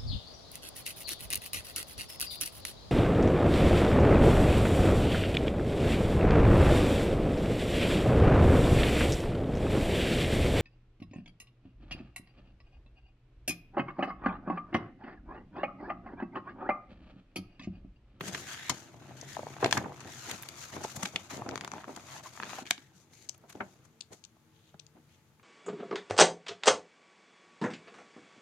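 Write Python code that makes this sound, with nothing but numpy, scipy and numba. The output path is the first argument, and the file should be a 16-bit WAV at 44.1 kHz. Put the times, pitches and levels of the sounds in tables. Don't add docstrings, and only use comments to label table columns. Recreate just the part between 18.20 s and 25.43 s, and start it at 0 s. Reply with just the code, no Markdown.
import sys
import numpy as np
from scipy import signal
from scipy.fft import rfft, irfft
from scipy.io import wavfile
from scipy.ndimage import uniform_filter1d
from numba import njit

SR = 44100
rng = np.random.default_rng(int(sys.argv[2]) if len(sys.argv) > 2 else 0)


def generate_wav(signal):
    frames = np.transpose(np.atleast_2d(signal))
    scaled = np.clip(frames, -1, 1) * 32767
    pcm = np.round(scaled).astype(np.int16)
    wavfile.write(sys.argv[1], SR, pcm)


N = 318843
TIME = np.arange(N) / SR
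HIT_TIME = np.arange(SR // 8) / SR
TOP_HZ = 15800
BLOW_DECAY_S = .004

# start in seconds, length in seconds, rub level in dB,
# hiss level in dB, resonance of the curl at mid-push in Hz.
PUSHES = [(0.0, 0.22, -43.5, -48.5, 1505), (0.249, 0.1, -39, -47, 1560), (0.344, 0.16, -43.5, -54.5, 1700),
          (0.515, 0.095, -52.5, -55.5, 1656), (0.94, 0.16, -55, -61.5, 1714),
          (1.057, 0.097, -49, -52.5, 1600), (1.156, 0.21, -52.5, -61, 1087), (1.391, 0.085, -37, -53, 810),
          (1.52, 0.012, -37.5, -41, 1663), (1.713, 0.2, -55.5, -64, 1324), (1.84, 0.32, -48.5, -51.5, 1468),
          (2.016, 0.12, -43.5, -53.5, 1293), (2.106, 0.51, -49, -57.5, 1210), (2.363, 0.07, -48, -48, 1946),
          (2.509, 0.041, -41, -52.5, 969), (2.6, 0.11, -45.5, -49, 1530), (2.761, 0.11, -48.5, -51.5, 1318),
          (2.905, 0.14, -51, -57.5, 1282), (3.087, 0.064, -40.5, -49.5, 985), (3.14, 0.34, -51.5, -64, 903),
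          (3.497, 0.11, -48, -62, 883), (3.64, 0.25, -52, -59.5, 941), (3.851, 0.15, -44, -53.5, 900),
          (4.022, 0.042, -48.5, -53.5, 1148), (4.096, 0.15, -52, -57, 1200),
          (4.194, 0.11, -43.5, -61, 1471), (4.256, 0.15, -43.5, -52, 1212), (4.458, 0.059, -53, -59, 1725),
          (4.566, 0.067, -59.5, -67, 1754), (4.73, 0.08, -74.5, -66.5, 1953), (4.9, 0.15, -67.5, -63, 2340),
          (5.297, 0.24, -74, -69.5, 998), (5.917, 0.013, -68, -59, 980), (6.31, 0.19, -68, -78, 3450),
          (6.876, 0.073, -68, -76, 3495)]
# frequency in Hz, gain in dB.
RUB_SPECTRUM = [(250, -30.5), (600, 6.5), (1000, 2.5), (2000, 5.5), (4000, 4), (9000, -20)]
HISS_SPECTRUM = [(1500, -12), (4300, -0.5), (6500, 3.5), (9000, -3), (12000, -5.5), (15000, -9)]
FLEX_SPECTRUM = [(45, -32), (90, 6.5), (130, 2.5), (220, 4.5), (320, 5), (420, -2.5), (700, -1.5),
                 (1100, -11.5), (2500, -18.5), (8000, -57)]
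# centre in seconds, half length in seconds, level change in dB.
HAND_CATCHES = [(0.112, 0.013, -5.5), (0.787, 0.012, -7), (4.014, 0.016, -9), (4.442, 0.01, -16)]
# start in seconds, length in seconds, level in dB.
SHEET_BENDS = [(0.0, 0.15, -51), (0.49, 0.03, -44.5), (0.879, 0.019, -55), (1.436, 0.025, -32),
               (1.533, 0.079, -41), (1.618, 0.1, -49), (1.848, 0.02, -49.5), (2.068, 0.067, -49),
               (2.527, 0.1, -49), (2.743, 0.12, -52), (2.932, 0.019, -45.5), (3.107, 0.12, -48),
               (3.252, 0.09, -47), (3.399, 0.043, -51), (3.518, 0.057, -49.5), (3.671, 0.041, -48.5),
               (3.764, 0.02, -51), (3.8, .25, -69), (4.189, 0.25, -57.5), (5.342, 0.11, -55),
               (5.902, 0.021, -55), (6.747, 0.029, -59.5)]
# time in seconds, level in dB.
RESTLESSNESS = [(0, -53.5), (.2, -52.5), (.4, -62), (.7, -56.5), (1.3, -53.5), (2, -57.5), (3, -61),
                (4, -60.5), (4.7, -70), (5.6, -67.5), (6.2, -88.5), (7.23, -76)]
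# frequency in Hz, nominal width in Hz, weight in dB.
LOW_RESONANCES = [(101, 16, -3), (130, 22, 3.5), (177, 42, -6), (245, 34, -9.5), (325.3, 26, -3.5)]
# frequency in Hz, width in Hz, weight in dB.
BODY_MODES = [(127, 29, 11.5), (202, 6, 5.5), (220, 78, 0), (374, 98, -4.5)]
# frequency in Hz, gain in dB.
AIR_SPECTRUM = [(25, -22.5), (50, -13.5), (90, 6), (140, 3.5), (200, -1.5), (320, -13), (400, -11.5),
                (470, -17), (680, -15.5), (860, -17), (1200, -12), (4000, -19), (9000, -20.5),
                (15000, -18.5)]
# frequency in Hz, width in Hz, level in dB.
ROOM_HUM = [(149.2, 6, -76.5), (227, 6, -79.5), (316, 5.4, -77.5), (444, 7.9, -81), (854, 37, -84)]
# time in seconds, level in dB, ring in Hz, decay in seconds.
SHEET_SLAPS = [(0.0087, -37, 1560, 0.0037), (1.4295, -29, 770, 0.0092), (1.5718, -26.5, 1170, 0.0081),
               (1.615, -43, 560, 0.01), (1.644, -43, 1070, 0.0081), (1.659, -42.5, 644, 0.007),
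               (2.566, -43.5, 870, 0.0043), (2.647, -41.5, 520, 0.0028), (3.3282, -45.5, 574, 0.015),
               (3.311, -49.5, 500, 0.0024), (3.437, -47, 1230, 0.0046), (3.692, -46, 725, 0.0045),
               (3.7745, -48.5, 925, 0.004), (4.422, -62, 1310, 0.0023), (4.579, -51.5, 1540, 0.0026),
               (5.239, -57.5, 666, 0.013), (5.3526, -55, 710, 0.0033), (5.406, -34, 1200, 0.0084),
               (5.407, -41.5, 635, 0.016), (5.921, -58, 517, 0.0064), (6.167, -69, 743, 0.0037),
               (6.5428, -58, 883, 0.004), (6.775, -69, 704, 0.008), (7.197, -63, 1320, 0.0061)]
# start in seconds, level in dB, mid-glide pitch in Hz,
# time to fall 60 dB in seconds.
BULGE_SWINGS = [(0.01, -38.5, 167, 0.068), (0.076, -41, 176, 0.25), (0.495, -30.5, 1040, 0.022),
                (1.446, -30.5, 682, 0.04), (2.215, -48, 138, 0.08), (2.565, -39.5, 310, 0.059),
                (2.648, -40, 874, 0.038), (2.772, -39.5, 138, 0.035), (2.833, -35.5, 200, 0.045),
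                (4.059, -42.5, 1050, 0.05), (4.388, -41, 792, 0.04), (4.421, -45.5, 270, 0.026),
                (4.51, -40, 780, 0.03), (4.5097, -48.5, 330, 0.025), (4.579, -50.5, 290, 0.04),
                (4.741, -59, 180, 0.47), (5.352, -43, 314, 0.021), (5.408, -45, 199, 0.23),
                (6.545, -54.5, 170, 0.05), (6.776, -57, 326.4, 0.08)]
# start in seconds, level in dB, decay in seconds.
GLOSS_CRACKLES = [(0.01, -46, 0.0017), (0.4954, -36, 0.0032), (1.412, -57, .001), (1.5105, -44, .002),
                  (1.576, -43, .0015), (2.1132, -44, .001), (2.224, -39, 0.0024), (2.234, -44, 0.0023),
                  (2.288, -47, 0.0022), (2.761, -43, 0.0065), (3.2905, -58, .002), (3.3574, -58, .002),
                  (3.448, -55, .0015), (3.765, -53, 0.0014), (4.507, -36, 0.00078), (5.0945, -51, .001),
                  (5.179, -59, .0015), (5.297, -52.5, 0.0022), (5.306, -61, .002), (5.328, -62, .002)]
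# peak time in seconds, level in dB, ring in Hz,
# treble relative to the ring in dB, time constant of swell and fade in seconds.
EDGE_SCUFFS = [(0.082, -34.5, 2800, 1.5, 0.0095), (2.097, -38.5, 1210, 1.5, 0.0048),
               (2.114, -29, 3500, 1, 0.0026), (2.233, -43.5, 1620, -7, 0.0033),
               (2.289, -37, 4440, -7, 0.0015), (2.642, -38.5, 830, 2.5, 0.0037),
               (2.766, -42, 1230, 7, 0.0062), (2.832, -31, 1190, 1, 0.0042), (2.857, -29, 1850, -6, 0.003),
               (4.055, -47, 1060, -25, 0.01), (4.386, -41, 850, -16.5, 0.0041),
               (4.475, -47, 1980, -15, 0.0056), (5.147, -59, 1400, 3, 0.0038),
               (5.302, -48.5, 1360, 1, 0.0075), (5.328, -53.5, 1630, 2, 0.0033),
               (5.653, -61, 1150, 4.5, 0.0065), (5.932, -51.5, 1490, 5.5, 0.0075)]
# time in seconds, level in dB, ring in Hz,
# treble relative to the ring in dB, decay in seconds.
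KINK_SNAPS = [(0.1479, -33.5, 1870, -10.5, 0.0059), (0.497, -30, 1860, 3, 0.0075),
              (1.013, -55.5, 6350, 8.5, 0.0021), (1.4448, -26.5, 2420, -14.5, 0.0018),
              (1.4612, -31, 3400, -4, 0.0022), (1.5106, -35.5, 2220, -1.5, 0.0046),
              (1.5266, -23, 1790, -7, 0.0012), (1.5758, -39.5, 1800, 4, 0.0018),
              (1.805, -51, 1390, 2.5, 0.0086), (2.96, -26.5, 2550, -12.5, 0.0024),
              (3.763, -49.5, 1190, 3, 0.0027), (4.509, -22.5, 2350, -2.5, 0.0011)]
# time in seconds, pitch in Hz.
ROLL_PITCH = [(.5, 1060), (1.43, 850), (1.6, 886), (2.96, 833), (3.28, 1200), (3.6, 1170), (4.5, 774)]
# start in seconds, level in dB.
FINGER_SLIPS = [(0.742, -52), (0.821, -58), (0.91, -50.5), (1.029, -47), (1.168, -34), (1.1922, -37),
                (1.2313, -40), (1.2683, -39), (1.3658, -47), (1.721, -43.5), (3.22, -37.5), (3.2639, -40),
                (3.2905, -39), (3.3572, -35), (3.377, -37.5), (3.4102, -37.5), (3.4472, -38),
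                (3.477, -38.5), (3.5173, -39), (3.5363, -39), (3.582, -46.5), (3.6425, -42), (4.175, -43.5),
                (4.2005, -35), (4.2263, -38), (4.233, -33.5)]
# time in seconds, ring in Hz,
# body and treble, both in dB relative to the ring.
FINGER_TONE = [(1.2, 691, -40, -24), (3.22, 920, -6, -36), (3.265, 616, 1, -27), (3.29, 1120, 0.5, -1),
               (3.38, 1360, -9, -5), (3.52, 1280, -13.5, -6), (3.58, 1250, -13, -21), (4.2, 1390, -13, -22)]
# start in seconds, length in seconds, slips per second,
# level in dB, ring in Hz, treble relative to the ring in dB.
GRIP_STUTTERS = [(1.289, .12, 45, -51.5, 880, -24), (1.762, .145, 70, -51.5, 1070, -8),
                 (3.234, .1, 60, -49.5, 710, -24), (3.548, .115, 74, -51, 1210, -16),
                 (3.932, .08, 90, -52, 1070, -19), (4.243, .17, 100, -52.5, 1480, -2),
                 (4.457, .021, 180, -46, 2170, -6)]
# start in seconds, level in dB, ring in Hz.
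BULGE_KNOCKS = [(1.4274, -30.5, 620), (1.4446, -25.5, 720), (1.4591, -25, 500), (3.682, -45, 700),
                (4.333, -39, 990)]
# start in seconds, level in dB, ring in Hz.
DRY_CREAKS = [(5.0896, -41, 5400), (5.0939, -36, 7500), (5.8071, -44, 3100), (5.81, -40.5, 5100),
              (5.8212, -53.5, 3850), (6.0388, -52.5, 5050), (6.041, -52, 5300), (6.05, -50, 6600),
              (6.5941, -53.5, 3800), (6.5974, -47, 4200), (6.666, -56.5, 4560)]
# frequency in Hz, gain in dB.
LEFT_RESPONSE = [(100, 2), (600, 1.5), (1150, -1), (1550, -2), (2000, -3.5), (3500, -1.5), (4600, -1.5),
                 (5400, -2.5), (6700, 2.5), (7700, -4.5), (10000, -7), (13000, -9), (15500, -20)]
RIGHT_RESPONSE = [(100, -2.5), (600, 2), (1150, -2), (1550, -2.5), (2000, -2), (3200, -5), (4500, -5.5),
                  (6500, -16), (9000, -8.5), (13000, -6), (15500, -13.5)]


def undb(db):
    return 10 ** (np.asarray(db) / 20)


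def level(x, db):
    return x * undb(db) / np.sqrt(np.mean(x ** 2))


def burst_level(x, db):
    return level(x, db) * np.sqrt(SR / 100 / x.shape[1])


def curve(table):
    return np.interp(TIME, *np.transpose(table))


@njit
def resonator(x, hz, width):
    y, band_state, low_state = np.empty(len(x)), 0., 0.
    for i in range(len(x)):
        g = np.tan(np.pi * hz[i] / SR)
        v = (band_state + g * (x[i] + 1e-18 - low_state)) / (1 + g * (g + width))
        band_state = 2 * v - band_state
        low_state += 2 * g * v
        y[i] = width * v
    return y


def band(pair, hz, width):
    centre = np.minimum(hz, TOP_HZ) * np.ones(pair.shape[1])
    return np.array([resonator(np.ascontiguousarray(x), centre, float(width)) for x in pair])


def steep_band(pair, hz, width):
    return band(band(pair, hz, width), hz, width)


def colour(x, spectrum, size=4096):
    hz, db = np.transpose(spectrum)
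    grid = np.maximum(np.arange(size // 2 + 1) * SR / size, 1)
    gain = undb(np.interp(np.log(grid), np.log(hz), db))
    cepstrum = irfft(np.log(gain))[:size // 2]
    cepstrum[1:] *= 2
    response = irfft(np.exp(rfft(cepstrum, size)))
    return signal.fftconvolve(np.atleast_2d(x), response[None], axes=1)[:, :N]


def stereo(pair, apart_hz=1720, bass_side=.12):
    mid, side = pair
    treble = signal.lfilter(*signal.butter(1, apart_hz, "high", fs=SR), side)
    side = treble + bass_side * (side - treble)
    return np.array([mid + side, mid - side])


def grains(rate, spread_db, smooth):
    slips = (rng.random(N) < rate / SR) * undb(spread_db * np.clip(rng.standard_normal(N), -2, 2))
    rough = level(slips * rng.standard_normal((2, N)), 0)
    return level(stereo(rough + smooth * rng.standard_normal((2, N))), 0)


def wander(rate):
    hold = int(SR / rate)
    return uniform_filter1d(np.repeat(rng.standard_normal(N // hold + 1), hold), hold)[:N]


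def add(out, s, x):
    i = max(int(s * SR), 0)
    out[:, i:i + x.shape[1]] += x[:, :max(N - i, 0)]


def chatter(envelope):
    x = rng.standard_normal((2, len(HIT_TIME))) * envelope
    return x / np.sqrt(np.sum(x ** 2, axis=1, keepdims=True))


def jolt(decay_s, crack, rise_s=.0001, lead_s=0):
    lead = int(lead_s * SR)
    since = HIT_TIME - lead / SR
    force = chatter(np.exp(-np.abs(since) / np.where(since < 0, rise_s, decay_s)))
    force[0, lead] += crack
    force[1, lead + 1] += crack / 2
    return stereo(force)


def paper(force, db, hz, body_db, edge_db, width, edge_hz, top_ratio=3.46):
    radiation = signal.butter(5, min(top_ratio * hz, TOP_HZ), fs=SR, output="sos")
    ring = signal.sosfilt(radiation, steep_band(force, hz, width))
    modes = sum(undb(weight_db) * band(force, f, w / f) for f, w, weight_db in BODY_MODES)
    body = band(modes, hz=370, width=1)
    edge = steep_band(force, edge_hz, width=1)
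    return burst_level(ring, db) + burst_level(body, db + body_db) + burst_level(edge, db + edge_db)


def gesture(s, length_s, attack_s, release_s):
    rise = np.clip((TIME - s) / attack_s, 0, 1)
    return rise * np.exp(-np.maximum(TIME - s - length_s, 0) / release_s)


def creep(db):
    return undb(curve(RESTLESSNESS) + db) ** 2


def curl_echo(pair, hz, share):
    once, twice = TIME - 1 / hz, TIME - 2 / hz
    return np.array([x + share * np.interp(once, TIME, x) + share ** 2 * np.interp(twice, TIME, x)
                     for x in pair])


def pushes(rest_hz=1280, octaves_per_s=.75):
    rub_power, hiss_power = creep(db=.5), creep(db=-11.5)
    weighted_octaves = rub_power * np.log2(rest_hz)
    for s, length_s, rub_db, hiss_db, hz in PUSHES:
        power = gesture(s, length_s, attack_s=.01 + .22 * length_s, release_s=.043) ** 2
        push_power = power * undb(rub_db) ** 2
        rub_power += push_power
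        hiss_power += power * undb(hiss_db) ** 2
        tightening = octaves_per_s * (TIME - s - length_s / 2)
        weighted_octaves += push_power * (np.log2(hz) + tightening)
    return np.sqrt(rub_power), np.sqrt(hiss_power), 2 ** (weighted_octaves / rub_power)


def catches():
    return sum(db * np.exp(-np.abs((TIME - s) / half_s) ** 4) for s, half_s, db in HAND_CATCHES)


def sliding(rub_db, hiss_db, tick_db, curl_db, judder_db, grit_knee_db=-39.5):
    rub_gain, hiss_gain, curl_hz = pushes()
    curl_hz *= np.exp(.15 * wander(14) + .072 * wander(60))
    grip_db = judder_db * wander(160) + catches()
    rub = colour(grains(rate=730, spread_db=1, smooth=.93), RUB_SPECTRUM)
    rub = curl_echo(rub, curl_hz, share=.36)
    rub += undb(curl_db) * band(rub, curl_hz, width=1.1)
    rub -= .45 * band(rub, curl_hz / 3, width=.42)
    hiss = colour(grains(rate=2500, spread_db=.5, smooth=.8), HISS_SPECTRUM)
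    hiss = curl_echo(hiss, curl_hz, share=.28)
    ticks = band(grains(rate=350, spread_db=5, smooth=0), hz=11000, width=.45)
    grit = (hiss_gain / undb(grit_knee_db)) ** .9
    hiss = level(hiss, hiss_db) + level(ticks, tick_db) * grit
    return (level(rub, rub_db) * rub_gain + hiss * hiss_gain) * undb(grip_db)


def bending(thud_db, crinkle_db):
    power = sum((undb(db) * gesture(s, length_s, attack_s=.01, release_s=.026)) ** 2
                for s, length_s, db in SHEET_BENDS)
    thuds = colour(grains(rate=320, spread_db=2, smooth=.73), FLEX_SPECTRUM)
    crinkles = steep_band(grains(rate=79, spread_db=-1.5, smooth=0), hz=810, width=.28)
    return (level(thuds, thud_db) + level(crinkles, crinkle_db)) * np.sqrt(power + creep(db=-5))


def handling_hum():
    force = stereo(rng.standard_normal((2, N)))
    hum = sum(level(steep_band(force, f, 2 * w / f), db) for f, w, db in LOW_RESONANCES)
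    return level(hum, 0) * undb(curve(RESTLESSNESS))


def air(noise_db=-64.5, waver_db=2):
    noise = stereo(rng.standard_normal((2, N)))
    hum = sum(level(band(noise, hz, width_hz / hz) * undb(waver_db * wander(2.6)), db)
              for hz, width_hz, db in ROOM_HUM)
    wash = level(colour(noise, AIR_SPECTRUM), noise_db)
    return (wash + hum) * undb(.76 * wander(3.7))


def slaps(gain_db, lead_s=.0042):
    out = np.zeros((2, N))
    for s, db, hz, decay_s in SHEET_SLAPS:
        edge_db = -13.5 - 20 * np.log2(decay_s / BLOW_DECAY_S)
        force = jolt(decay_s, crack=.18, rise_s=.2 * decay_s, lead_s=lead_s)
        slap = paper(force, db + gain_db, hz, body_db=-6, edge_db=edge_db,
                     width=1.8, edge_hz=3000, top_ratio=2.09)
        add(out, s - lead_s, slap)
    return out


def rolled_end(clicks, bypass_hz=742):
    bass = signal.sosfiltfilt(signal.butter(3, bypass_hz, fs=SR, output="sos"), clicks)
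    return bass + curl_echo(clicks - bass, curve(ROLL_PITCH), share=.21)


def wobbles(gain_db, sag=.16, onset_s=.00035):
    out = np.zeros((2, N))
    for s, db, hz, t60 in BULGE_SWINGS:
        swing = np.exp(-np.log(1000) * HIT_TIME / t60)
        phase = 2 * np.pi * np.cumsum(hz * (1 + sag * (swing - .5))) / SR
        tone = np.sin(phase) * swing * (1 - np.exp(-HIT_TIME / onset_s))
        radiated = band(np.array([tone, tone]), hz, width=.96)
        add(out, s, burst_level(radiated, db + gain_db))
    return out


def crackles(gain_db):
    out = np.zeros((2, N))
    for s, db, decay_s in GLOSS_CRACKLES:
        spurt = steep_band(jolt(decay_s, crack=.3), hz=13100, width=1)
        add(out, s, burst_level(spurt, db + gain_db))
    return out


def scuffs(gain_db):
    out = np.zeros((2, N))
    for s, db, hz, edge_db, swell_s in EDGE_SCUFFS:
        lead_s = np.pi * swell_s
        force = stereo(chatter(np.exp(-np.abs(HIT_TIME - lead_s) / swell_s)))
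        scuff = paper(force, db + gain_db, hz, body_db=-22, edge_db=edge_db, width=1.8, edge_hz=7100)
        add(out, s - lead_s, scuff)
    return out


def snaps(gain_db, lead_s=.0025):
    out = np.zeros((2, N))
    for s, db, hz, edge_db, decay_s in KINK_SNAPS:
        body_db = -17.5 + 3.5 * np.log2(decay_s / BLOW_DECAY_S)
        body_db -= 3.5 * np.log2(hz / 2000)
        force = jolt(decay_s, crack=.33, rise_s=.18 * decay_s, lead_s=lead_s)
        add(out, s - lead_s, paper(force, db + gain_db, hz, body_db, edge_db, width=1, edge_hz=5950))
    return out


def finger_pops(gain_db, scatter=.14):
    out = np.zeros((2, N))
    times, *tone = np.transpose(FINGER_TONE)
    pitch_ratios = np.exp(scatter * rng.standard_normal(len(FINGER_SLIPS)))
    for (s, db), ratio in zip(FINGER_SLIPS, pitch_ratios):
        hz, body_db, edge_db = (np.interp(s, times, column) for column in tone)
        slip = jolt(decay_s=.001 / ratio ** 2, crack=1.3)
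        shiver = undb(-4.5) * jolt(decay_s=.0048, crack=0)
        pop = paper(slip + shiver, db + gain_db, hz * ratio, body_db, edge_db, width=.98, edge_hz=5500)
        add(out, s, pop)
    return out


def stutters(gain_db, spread_db=2, jitter=.25, scatter=.14):
    out = np.zeros((2, N))
    for s, length_s, rate, db, hz, edge_db in GRIP_STUTTERS:
        chance = rng.standard_normal((40, 3))
        for after_s, (late, strong, stiff) in zip(np.arange(0, length_s, 1 / rate), chance):
            force = jolt(decay_s=.0014, crack=.86)
            slip = paper(force, db + gain_db + spread_db * strong, hz * np.exp(scatter * stiff),
                         body_db=-12, edge_db=edge_db, width=1.3, edge_hz=5000)
            add(out, s + after_s + jitter * late / rate, slip)
    return out


def knocks(gain_db):
    out = np.zeros((2, N))
    for s, db, hz in BULGE_KNOCKS:
        force = jolt(decay_s=.0008, crack=2)
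        add(out, s, paper(force, db + gain_db, hz, body_db=-11, edge_db=-18, width=1.8, edge_hz=2500))
    return out


def creaks(gain_db, left_db=3):
    out = np.zeros((2, N))
    treble_band = signal.butter(6, [2440, 8670], "band", fs=SR, output="sos")
    for s, db, hz in DRY_CREAKS:
        force = jolt(decay_s=.0017, crack=.3)
        click = signal.sosfilt(treble_band, band(force, hz, width=1))
        knock = band(force, hz=820, width=2.1)
        add(out, s, burst_level(click, db + gain_db) + burst_level(knock, db + gain_db - 23.5))
    return out * undb(np.array([[left_db], [-left_db]]) / 2)


def room(x, t60_s=.17, tail_db=-18.5, top_hz=6850):
    t = np.arange(SR // 2) / SR
    tail = stereo(rng.standard_normal((2, len(t)))) * np.exp(-np.log(1000) * t / t60_s) * (t > .003)
    tail = signal.lfilter(*signal.butter(1, top_hz, fs=SR), tail)
    tail *= undb(tail_db) / np.sqrt(np.sum(tail ** 2) / 2)
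    return x + signal.fftconvolve(x, tail, axes=1)[:, :N]


def scene():
    clicks = snaps(gain_db=2.5) + finger_pops(gain_db=-1) + slaps(gain_db=2.5)
    clicks += knocks(gain_db=-2) + stutters(gain_db=-2.5)
    sheet = rolled_end(clicks)
    sheet += creaks(gain_db=1) + crackles(gain_db=2.5)
    sheet += scuffs(gain_db=-1) + wobbles(gain_db=-.5)
    sheet += sliding(rub_db=-3.5, hiss_db=5, tick_db=-11.5, curl_db=15, judder_db=1.87)
    sheet += bending(thud_db=2, crinkle_db=-6)
    return room(sheet + handling_hum()) + air()


def record(dry):
    heard = np.vstack([colour(dry[0], LEFT_RESPONSE), colour(dry[1], RIGHT_RESPONSE)])
    return signal.sosfilt(signal.ellip(8, .2, 70, TOP_HZ, fs=SR, output="sos"), heard)


dry = scene()
out = record(dry)
generate_wav(out)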